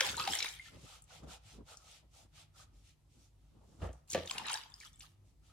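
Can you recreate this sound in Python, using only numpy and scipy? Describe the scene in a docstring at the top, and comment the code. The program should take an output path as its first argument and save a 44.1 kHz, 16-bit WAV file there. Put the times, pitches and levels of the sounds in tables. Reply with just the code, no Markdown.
"""Pumice on a wet heel.

A pumice stone rasps to and fro on a heel, indoors: friction of grit on skin makes a swell of noise at
each stroke. Water sloshes as stone and foot go into a plastic basin; bubbles ring and drops smack.
The basin creaks, thumps and is knocked into resonance, and a quiet room reverberates and rumbles."""
import sys
import numpy as np
from scipy import signal
from scipy.fft import rfft, irfft, next_fast_len
from scipy.io import wavfile
from scipy.ndimage import uniform_filter1d

SR = 44100
rng = np.random.default_rng(int(sys.argv[2]) if len(sys.argv) > 2 else 0)


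def to_wav(s):
    """Save 16-bit WAV."""
    ch = np.atleast_2d(s).T  # columns
    pcm = np.round(np.clip(ch, -1, 1) * 32767)  # PCM
    wavfile.write(sys.argv[1], SR, pcm.astype(np.int16))


N = 243431
T = np.arange(N) / SR


def scrub():
    """Friction noise: dense grit catches the skin and excites the duller resonances of heel and stone."""
    # Each row: time of full speed in seconds, level in dB, half width in seconds, body and treble in dB.
    strokes = [(0.667, -56.5, 0.027, -13, -5.5), (0.812, -67.5, 0.039, -13, 1.5),
               (0.918, -57.5, 0.061, -2, -1.5), (1.149, -58, 0.049, 0.5, -3),
               (1.242, -68.5, 0.0099, 5, -2.5), (1.326, -54, 0.037, 3.5, -1.5),
               (1.508, -61, .055, -4.5, -1), (1.713, -57.5, 0.035, 3, -0.5), (1.85, -70.5, 0.062, 2.5, 3),
               (1.937, -60, .055, -6, -3), (2.189, -66, 0.05, 3.5, 3), (2.394, -59.5, 0.043, -4, -2),
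               (2.603, -62.5, .039, 1, 2), (2.78, -78, .042, -3.5, 3.5), (2.885, -68, 0.041, -15, -0.5),
               (3.135, -77.5, .033, -14.5, 2), (3.23, -76.5, 0.052, 1, 6), (3.5, -83, 0.12, 0.5, -4),
               (3.75, -80, .1, 1.5, 5.5), (3.846, -63, 0.029, 17.5, -1.5), (3.946, -83.5, 0.057, 4, 6),
               (5.285, -82.5, 0.038, -2.5, 4.5), (5.49, -72, 0.048, -1, -0.5)]
    # Each row: frequency in Hz, spectral level in dB.
    grit_spectrum = [(880, -45), (1500, -4), (1620, -7.5), (1870, -5.5), (2910, -1), (3410, -0.5),
                     (7390, -8), (14500, -23.5), (16000, -30)]
    # Each row: resonance in Hz, bandwidth in Hz, gain in dB.
    heel_modes = [(468, 150, 1), (795, 240, 5.5)]
    stone_modes = [(1307, 200, 11), (1360, 290, -0.5)]
    skew = 1.014  # stretches a stroke's rise and shortens its fall
    grit, treble, body = 0, 0, 0
    for s, db, half, body_db, treble_db in strokes:
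        stroke = amp(db) * swell(s, half * skew, half / skew, flat=2.51)
        grit += stroke
        treble += amp(treble_db) * stroke
        body += amp(body_db) * stroke
    rasp = noise(band(spectrum(grit_spectrum), 1480, 5240), patchy_db=1)
    hiss = noise(band(spectrum(grit_spectrum), 5140, 15700), spiky_db=2, grain_s=0.0007, patchy_db=1.95)
    heel = noise(band(resonances(heel_modes), 420, 1100), spiky_db=3, grain_s=0.0018, patchy_db=-1.5)
    stone = noise(band(resonances(stone_modes), 950, 1550), spiky_db=4.5, grain_s=0.012, patchy_db=3.5)
    return amp(-3) * grit * rasp + amp(-1.5) * treble * hiss + body * (amp(-7.5) * heel + amp(-7) * stone)


def slosh():
    """Turbulence: wash, gurgle and spray follow the water's motion; small bubbles ring at random in it."""
    # One list a dip. Each row: time in seconds, level in dB, gurgle and spray in dB above that level.
    dips = [
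        [(0, -50, 6, -3), (.061, -32.5, -5, -9.5), (.16, -55.5, 0, 0.5), (.2, -41, 0, -6.5),
         (.265, -44, -8, -8.5), (.35, -39.5, -4, -3), (.42, -41.5, -11.5, -13), (.47, -47.5, -1, -2.5),
         (.55, -58.5, -31, 0), (.61, -64.5, -34, -5.5), (.66, -68.5, -32, 2.5), (.76, -63, -3, -9),
         (.8, -90, -8, -9)],
        [(4.075, -77, -3.5, 4.5), (4.13, -48.5, -11, 3.5), (4.19, -48.5, -22, -15.5), (4.26, -63.5, 1, -3.5),
         (4.3, -48.5, -8, -6), (4.36, -55.5, 8, -3), (4.43, -53, 1.5, -10.5), (4.47, -44.5, 2.5, -18.5),
         (4.52, -42.5, -3.5, -5.5), (4.58, -51, 0.5, -5), (4.7, -71.5, -10, -3.5), (4.79, -69.5, 0, 2),
         (4.82, -56.5, -6.5, -9), (4.87, -57.5, -7, -5), (4.92, -83, -9, 4), (4.985, -78, -5.5, 3),
         (5.025, -56, -4.5, -5), (5.07, -67.5, -1, -2.5), (5.15, -95.5, -12.5, 10.5)],
    ]
    # Each row: frequency in Hz, spectral level in dB.
    wash_spectrum = [(180, -36.5), (300, -7.5), (645, -15), (946, -10), (1170, -7.5), (1480, -10),
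                     (2140, -7), (3760, -3), (4910, -4.5), (9880, -19), (16000, -32)]
    # The air over the water. Each row: resonance in Hz, bandwidth in Hz, gain in dB.
    air_modes = [(785, 150, -4.5), (905, 130, 0), (1310, 100, -13), (1720, 140, -2.5), (3100, 490, 2),
                 (3620, 250, -1)]
    wash_db, gurgle_db, spray_db = np.full((3, N), -120.)
    for dip in dips:
        s, db, gurgle_over, spray_over = np.transpose(dip)
        wet = (T >= s[0]) & (T <= s[-1])
        for level, over in (wash_db, 0), (gurgle_db, gurgle_over), (spray_db, spray_over):
            level[wet] = np.interp(T[wet], s, db + over)
    colour = lambda f: spectrum(wash_spectrum)(f) * (1.8 + abs(resonances(air_modes)(f)))
    out = amp(wash_db - 1) * noise(band(colour, 1500, 6500), spiky_db=5, grain_s=0.0018, patchy_db=4)
    out += amp(gurgle_db) * noise(band(colour, 470, 1600), spiky_db=1.5, grain_s=0.0045, patchy_db=7.5)
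    out += amp(spray_db) * noise(band(colour, 7900, 17000), spiky_db=3, grain_s=0.0016, patchy_db=-4.5)
    for when, pitch, life, faintness, pan in rng.random((2000, 5)):
        hz, n = 1200 * 8 ** pitch, int(when * N)
        db = (spray_db if hz > 6000 else wash_db)[n] - 7.5 - 3.5 * np.log(faintness + 0.018)
        if db > -90:
            ring = bubble(hz, t60=(15 + 35 * life) / hz, glide=0.05)
            place(out, n / SR, amp(db) * ring, pan_db=8 * (pan - 0.5))
    return out


def bubble(hz, t60, glide):
    """Damped oscillation: trapped air rings, rising in pitch as it nears the surface."""
    t = np.arange(int(t60 * SR)) / SR
    onset = 1 - np.exp(-t / 0.00077)
    return amp(-60 * t / t60) * onset * np.sin(2 * np.pi * hz * t * (1 + glide * t / t60))


def timed_bubbles():
    """Bubble resonance: further bubbles at set times, each ringing its own note for its own length, left of
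    centre."""
    # Each row: start in seconds, level in dB, pitch in Hz, 60 dB decay time in milliseconds.
    bubbles = [(.016, -35, 527, 87), (0.058, -37, 6600, 10), (0.143, -30, 1460, 20), (.176, -35.5, 930, 86),
               (0.18, -25.5, 4010, 14), (0.203, -28.5, 1249, 77), (0.219, -35.5, 2630, 49),
               (0.238, -30, 4880, 16), (0.251, -31, 4600, 19), (.277, -25.5, 780, 43),
               (.307, -28.5, 5390, 18), (0.335, -33, 1590, 21), (0.347, -37, 2990, 72),
               (.356, -32, 2130, 33), (.389, -23.5, 5660, 10), (.405, -27, 3950, 17),
               (0.426, -23.5, 2300, 14), (0.424, -23, 3860, 18), (.447, -38, 1050, 22),
               (.458, -24, 3730, 13), (.464, -27, 2320, 16), (0.537, -42.5, 3170, 27),
               (.596, -37, 2086, 43), (0.654, -64, 1360, 100), (0.656, -52.5, 1784, 69),
               (0.683, -52.5, 1360, 47), (0.682, -43, 3320, 10), (1.915, -45.5, 9200, 9.4),
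               (4.104, -24, 6450, 6.6), (4.134, -24.5, 6570, 10.5), (4.274, -30, 3640, 12.4),
               (4.297, -26.5, 3170, 13), (4.313, -35, 1080, 26), (4.312, -20, 7240, 11.6),
               (4.359, -43, 2500, 31), (4.382, -23.5, 2760, 14), (4.457, -32, 3970, 20),
               (4.476, -38.5, 3790, 150), (4.501, -30, 1420, 18), (4.514, -24, 7000, 8),
               (4.526, -29.5, 2830, 11.7), (4.531, -18.5, 8300, 10), (4.541, -20, 5600, 8.1),
               (4.556, -23, 3780, 9.6), (4.58, -36, 4600, 20), (4.584, -48.5, 930, 32),
               (4.635, -39.5, 4880, 13), (4.659, -45.5, 880, 15), (4.7, -46, 7200, 14),
               (4.72, -49, 3520, 21), (4.74, -32, 4970, 10), (4.758, -71, 5180, 11),
               (4.811, -40.5, 2250, 16), (4.849, -44, 4420, 11), (4.858, -49.5, 1180, 15),
               (4.939, -59.5, 3500, 46), (4.958, -48.5, 7630, 17), (4.996, -39.5, 7460, 14),
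               (5.01, -41, 5990, 13), (5.021, -54, 2950, 22)]
    out = np.zeros((2, N))
    for s, db, hz, t60_ms in bubbles:
        place(out, s, amp(db) * bubble(hz, t60_ms / 1000, glide=0.022), pan_db=rng.normal(3, 0.74))
    return out


def smacks():
    """Impact noise: drops and wet skin snap briefly, then finer droplets fall back."""
    # Each row: start in seconds, level in dB, brightest frequency in Hz.
    impacts = [(.0059, -16.5, 3830), (.0082, -10, 1920), (.058, -35, 7400), (.168, -28.5, 7300),
               (0.197, -25, 3800), (0.252, -31, 3800), (.275, -22, 2380), (0.352, -21.5, 7500),
               (.387, -27.5, 5200), (.404, -23.5, 2830), (0.427, -22.5, 5100), (.445, -27, 1900),
               (0.488, -33.5, 4500), (1.021, -48, 8360), (1.04, -50, 7500), (1.771, -41.5, 6400),
               (3.93, -48.5, 7630), (4.1, -35.5, 6960), (4.102, -38, 7500), (4.112, -33, 5400),
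               (4.12, -32, 7300), (4.132, -29.5, 4500), (4.147, -25.5, 3230), (4.259, -41.5, 7200),
               (4.276, -35.5, 3850), (4.31, -28, 2770), (4.3809, -27.5, 3300), (4.383, -34.5, 8100),
               (4.468, -33.5, 7900), (4.498, -32, 4630), (4.518, -31, 7540), (4.54, -27, 5905),
               (4.74, -47, 6300), (4.802, -41.5, 5600), (4.849, -44, 5440), (4.931, -52.5, 7000),
               (4.992, -51, 8060), (5.006, -43, 3500)]
    breadth_hz, click_gain = 2920, 0.04
    out, t = np.zeros((2, N)), np.arange(4096) / SR
    f = np.fft.rfftfreq(len(t), 1 / SR) + 1
    onset = 1 - np.exp(-t / 0.00011)
    for s, db, hz in impacts:
        hump = 1 / (1 + (np.log2(f / hz) * hz / breadth_hz) ** 4)
        hiss = irfft(rfft(rng.standard_normal(len(t))) * (hump + click_gain * (f > hz)))
        spatter_db = -18 - 0.25 * (db + 28.5)  # a smaller share of a louder smack
        smack = hiss * onset * (amp(-60 * t / 0.015) + amp(spatter_db - 60 * t / 0.1))
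        place(out, s, amp(db) * smack / abs(smack).max(), pan_db=rng.normal(3, 0.296))
    return out


def basin_shoves():
    """Structure-borne sound: shifting under foot and hand, the basin creaks and thuds through the floor."""
    # Each row: time in seconds, creak in dB, its half width in seconds, thud in dB, thud pitch in Hz.
    shoves = [(0.153, -54, 0.078, -54, 71), (0.308, -50, 0.019, -55, 80), (.78, -57, 0.056, -58, 65),
              (1.255, -53, 0.037, -50.5, 65), (1.587, -56.5, 0.035, -51.5, 53),
              (2.042, -66, 0.017, -65, 58), (2.25, -68.5, 0.021, -64, 52), (2.756, -74, 0.017, -52.5, 50),
              (3.19, -68.5, 0.034, -67, 55), (3.595, -65.5, 0.06, -64.5, 55), (3.713, -63, 0.058, -64, 60),
              (3.83, -54, 0.011, -39, 85), (3.864, -50.5, 0.048, -40, 58.7), (3.954, -62, 0.006, -57, 61),
              (4.179, -49.5, 0.04, -46.5, 86), (4.401, -57.5, 0.07, -62.5, 55), (5.22, -79, 0.07, -58, 99)]
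    # Each row: frequency in Hz, spectral level in dB.
    creak_spectrum = [(59, -30.5), (100, -1.5), (248, -6), (599, -14), (660, -19), (1010, -21),
                      (1800, -34.5), (2340, -44), (3960, -120)]
    creak, thud = 0, 0
    for s, creak_db, half, thud_db, hz in shoves:
        creak += amp(creak_db) * swell(s, half, half)
        thud += amp(thud_db) * swell(s, 0.9 * half, 0.053) * np.sin(2 * np.pi * (hz * T + rng.random()))
    return thud + creak * noise(spectrum(creak_spectrum), spiky_db=2, grain_s=0.012, patchy_db=3.5)


def basin_knocks():
    """Modal ringing: each blow excites the water-laden walls and leaves them shuddering."""
    # Each row: start in seconds, blow in dB, shudder in dB, its 60 dB decay time in seconds.
    knocks = [(3.802, -22.5, -86, 0.078), (3.818, -13, -29, 0.26), (3.825, -15, -47, 0.61),
              (4.148, 11.5, -12, 0.015), (4.152, 8, -19.5, 0.3)]
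    # Each row: resonance in Hz, bandwidth in Hz, gain in dB.
    wall_modes = [(165, 60, -8), (345.5, 34, -2), (496, 70, 1), (660, 134, -2), (950, 88, -11),
                  (1170, 45, -9.5), (1770, 280, -12), (2830, 820, -18.5)]
    shake = noise(np.ones_like, spiky_db=3, grain_s=0.0055, patchy_db=-1)
    shake = 1.13 * shake + 0.46 * shake.mean(0)  # the walls are near: both sides hear much the same
    force = np.zeros((2, N))
    for s, blow_db, shudder_db, t60 in knocks:
        force[:, round(s * SR)] += amp(blow_db)
        force += (T > s) * amp(shudder_db - 60 * abs(T - s) / t60) * shake
    return filtered(force, resonances(wall_modes))


def reverberation(x):
    """Absorption: the room's reflections die away, the treble soonest."""
    # Each row: frequency in Hz, 60 dB decay time in seconds.
    decay_times = [(200, 0.66), (2000, 0.57), (10000, 0.074)]
    hz, t, z = signal.stft(rng.standard_normal((2, SR // 3)), SR, nperseg=256)
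    tail = signal.istft(z * amp(-60 * t / along(decay_times, hz)[:, None]), SR, nperseg=256)[1]
    delayed = np.pad(x, ((0, 0), (150, 0)))
    return signal.fftconvolve(delayed, tail / np.linalg.norm(tail[0]), axes=1)[:, :N]


def room_tone():
    """Ambient noise: a low, resonant building rumble over the room's faint, even hiss."""
    # Each row: resonance in Hz, bandwidth in Hz, gain in dB.
    rumble_modes = [(50, 6.9, 2.5), (81, 64.6, -7), (93, 18, -2), (150.9, 4, -9), (288, 13, -20),
                    (331.2, 13, -24)]
    # Each row: frequency in Hz, spectral level in dB.
    hiss_spectrum = [(25, -6), (80, -8.5), (200, -31), (400, -28), (800, -28.5), (1500, -37.5), (4000, -38),
                     (9000, -40), (13000, -44.5), (16000, -58.5)]
    rumble = noise(band(resonances(rumble_modes), 38, 500), spiky_db=-1, grain_s=0.06, patchy_db=-2)
    return amp(-65) * rumble + amp(-71.5) * noise(spectrum(hiss_spectrum), patchy_db=1)


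def noise(response, patchy_db, spiky_db=0, grain_s=1):
    """Random modulation: stereo noise of rms 1, jumping in level by grains, drifting in colour by patches."""
    # Each row: frequency in Hz, left-right correlation from 0 to 1.
    coherence = [(30, 0.94), (60, 1), (300, 0.59), (600, 0.33), (1000, 0.34), (2400, 0.32), (6000, 0.076),
                 (15000, 0.043)]
    jumps = rng.standard_normal(N)[(T / grain_s).astype(int) % N]
    z = signal.stft(rng.standard_normal((2, N)) * amp(spiky_db * jumps), nperseg=256)[2]
    patches = uniform_filter1d(rng.standard_normal(z.shape[1:]), size=2, axis=0)
    patches = uniform_filter1d(patches, size=12, axis=1)
    pair = signal.istft(z * amp(patchy_db * unit(patches)), nperseg=256)[1][:, :N]
    angle = lambda f: np.arccos(along(coherence, f)) / 2
    mid, side = filtered(pair, lambda f: response(f) * np.array([np.cos(angle(f)), np.sin(angle(f))]))
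    return unit(np.array([mid + side, mid - side]))


def amp(db):
    """Decibels to gain."""
    return 10 ** (np.asarray(db) / 20)


def unit(x):
    """Normalisation to rms 1."""
    return x / np.sqrt(np.mean(x ** 2) + 1e-20)


def along(points, hz):
    """Interpolation on a log frequency axis."""
    f, values = np.transpose(points)
    return np.interp(np.log(hz + 1), np.log(f + 1), values)


def spectrum(points):
    """A spectral envelope through (Hz, dB) points."""
    return lambda f: amp(along(points, f))


def resonances(modes):
    """Superposition of damped modes, alternating in sign."""
    return lambda f: sum((-1) ** k * amp(db) * 1j * f * width / (hz * hz - f * f + 1j * f * width)
                         for k, (hz, width, db) in enumerate(modes))


def band(response, lo_hz, hi_hz):
    """Steep band-pass limiting of a response."""
    return lambda f: response(f) / (1 + (lo_hz / (f + 1)) ** 4) / (1 + (f / hi_hz) ** 4)


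def filtered(x, response):
    """Linear filtering in the frequency domain."""
    m = next_fast_len(N + 8192)
    return irfft(rfft(x, m) * response(np.fft.rfftfreq(m, 1 / SR)), m)[..., :N]


def swell(s, rise, fall, flat=2):
    """A bell envelope peaking at s, halved rise seconds before and fall after; more flat is squarer."""
    return 2. ** -(abs((T - s) / np.where(T < s, rise, fall)) ** flat)


def place(out, s, sound, pan_db):
    """Path difference: a sound added at s reaches the farther side weaker and a little later."""
    for channel, db in zip(out, [pan_db / 2, -pan_db / 2]):
        part = channel[round(s * SR + max(-1.5 * db, 0)):][:len(sound)]
        part += amp(db) * sound[:len(part)]


def scene():
    """Superposition of all sources; drops, water and stone also excite the room."""
    drops, water, rasp = timed_bubbles() + smacks(), slosh(), scrub()
    reflections = reverberation(amp(-12) * drops + amp(-17) * water + amp(-15.5) * rasp)
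    return rasp + water + drops + basin_shoves() + basin_knocks() + reflections + room_tone()


def record(dry):
    """Band limiting: the microphones lose the deepest bass and the highest treble."""
    return filtered(dry, lambda hz: (hz < 15850) / (1 + (38 / (hz + 1)) ** 4))


dry = scene()
out = record(dry)
to_wav(out)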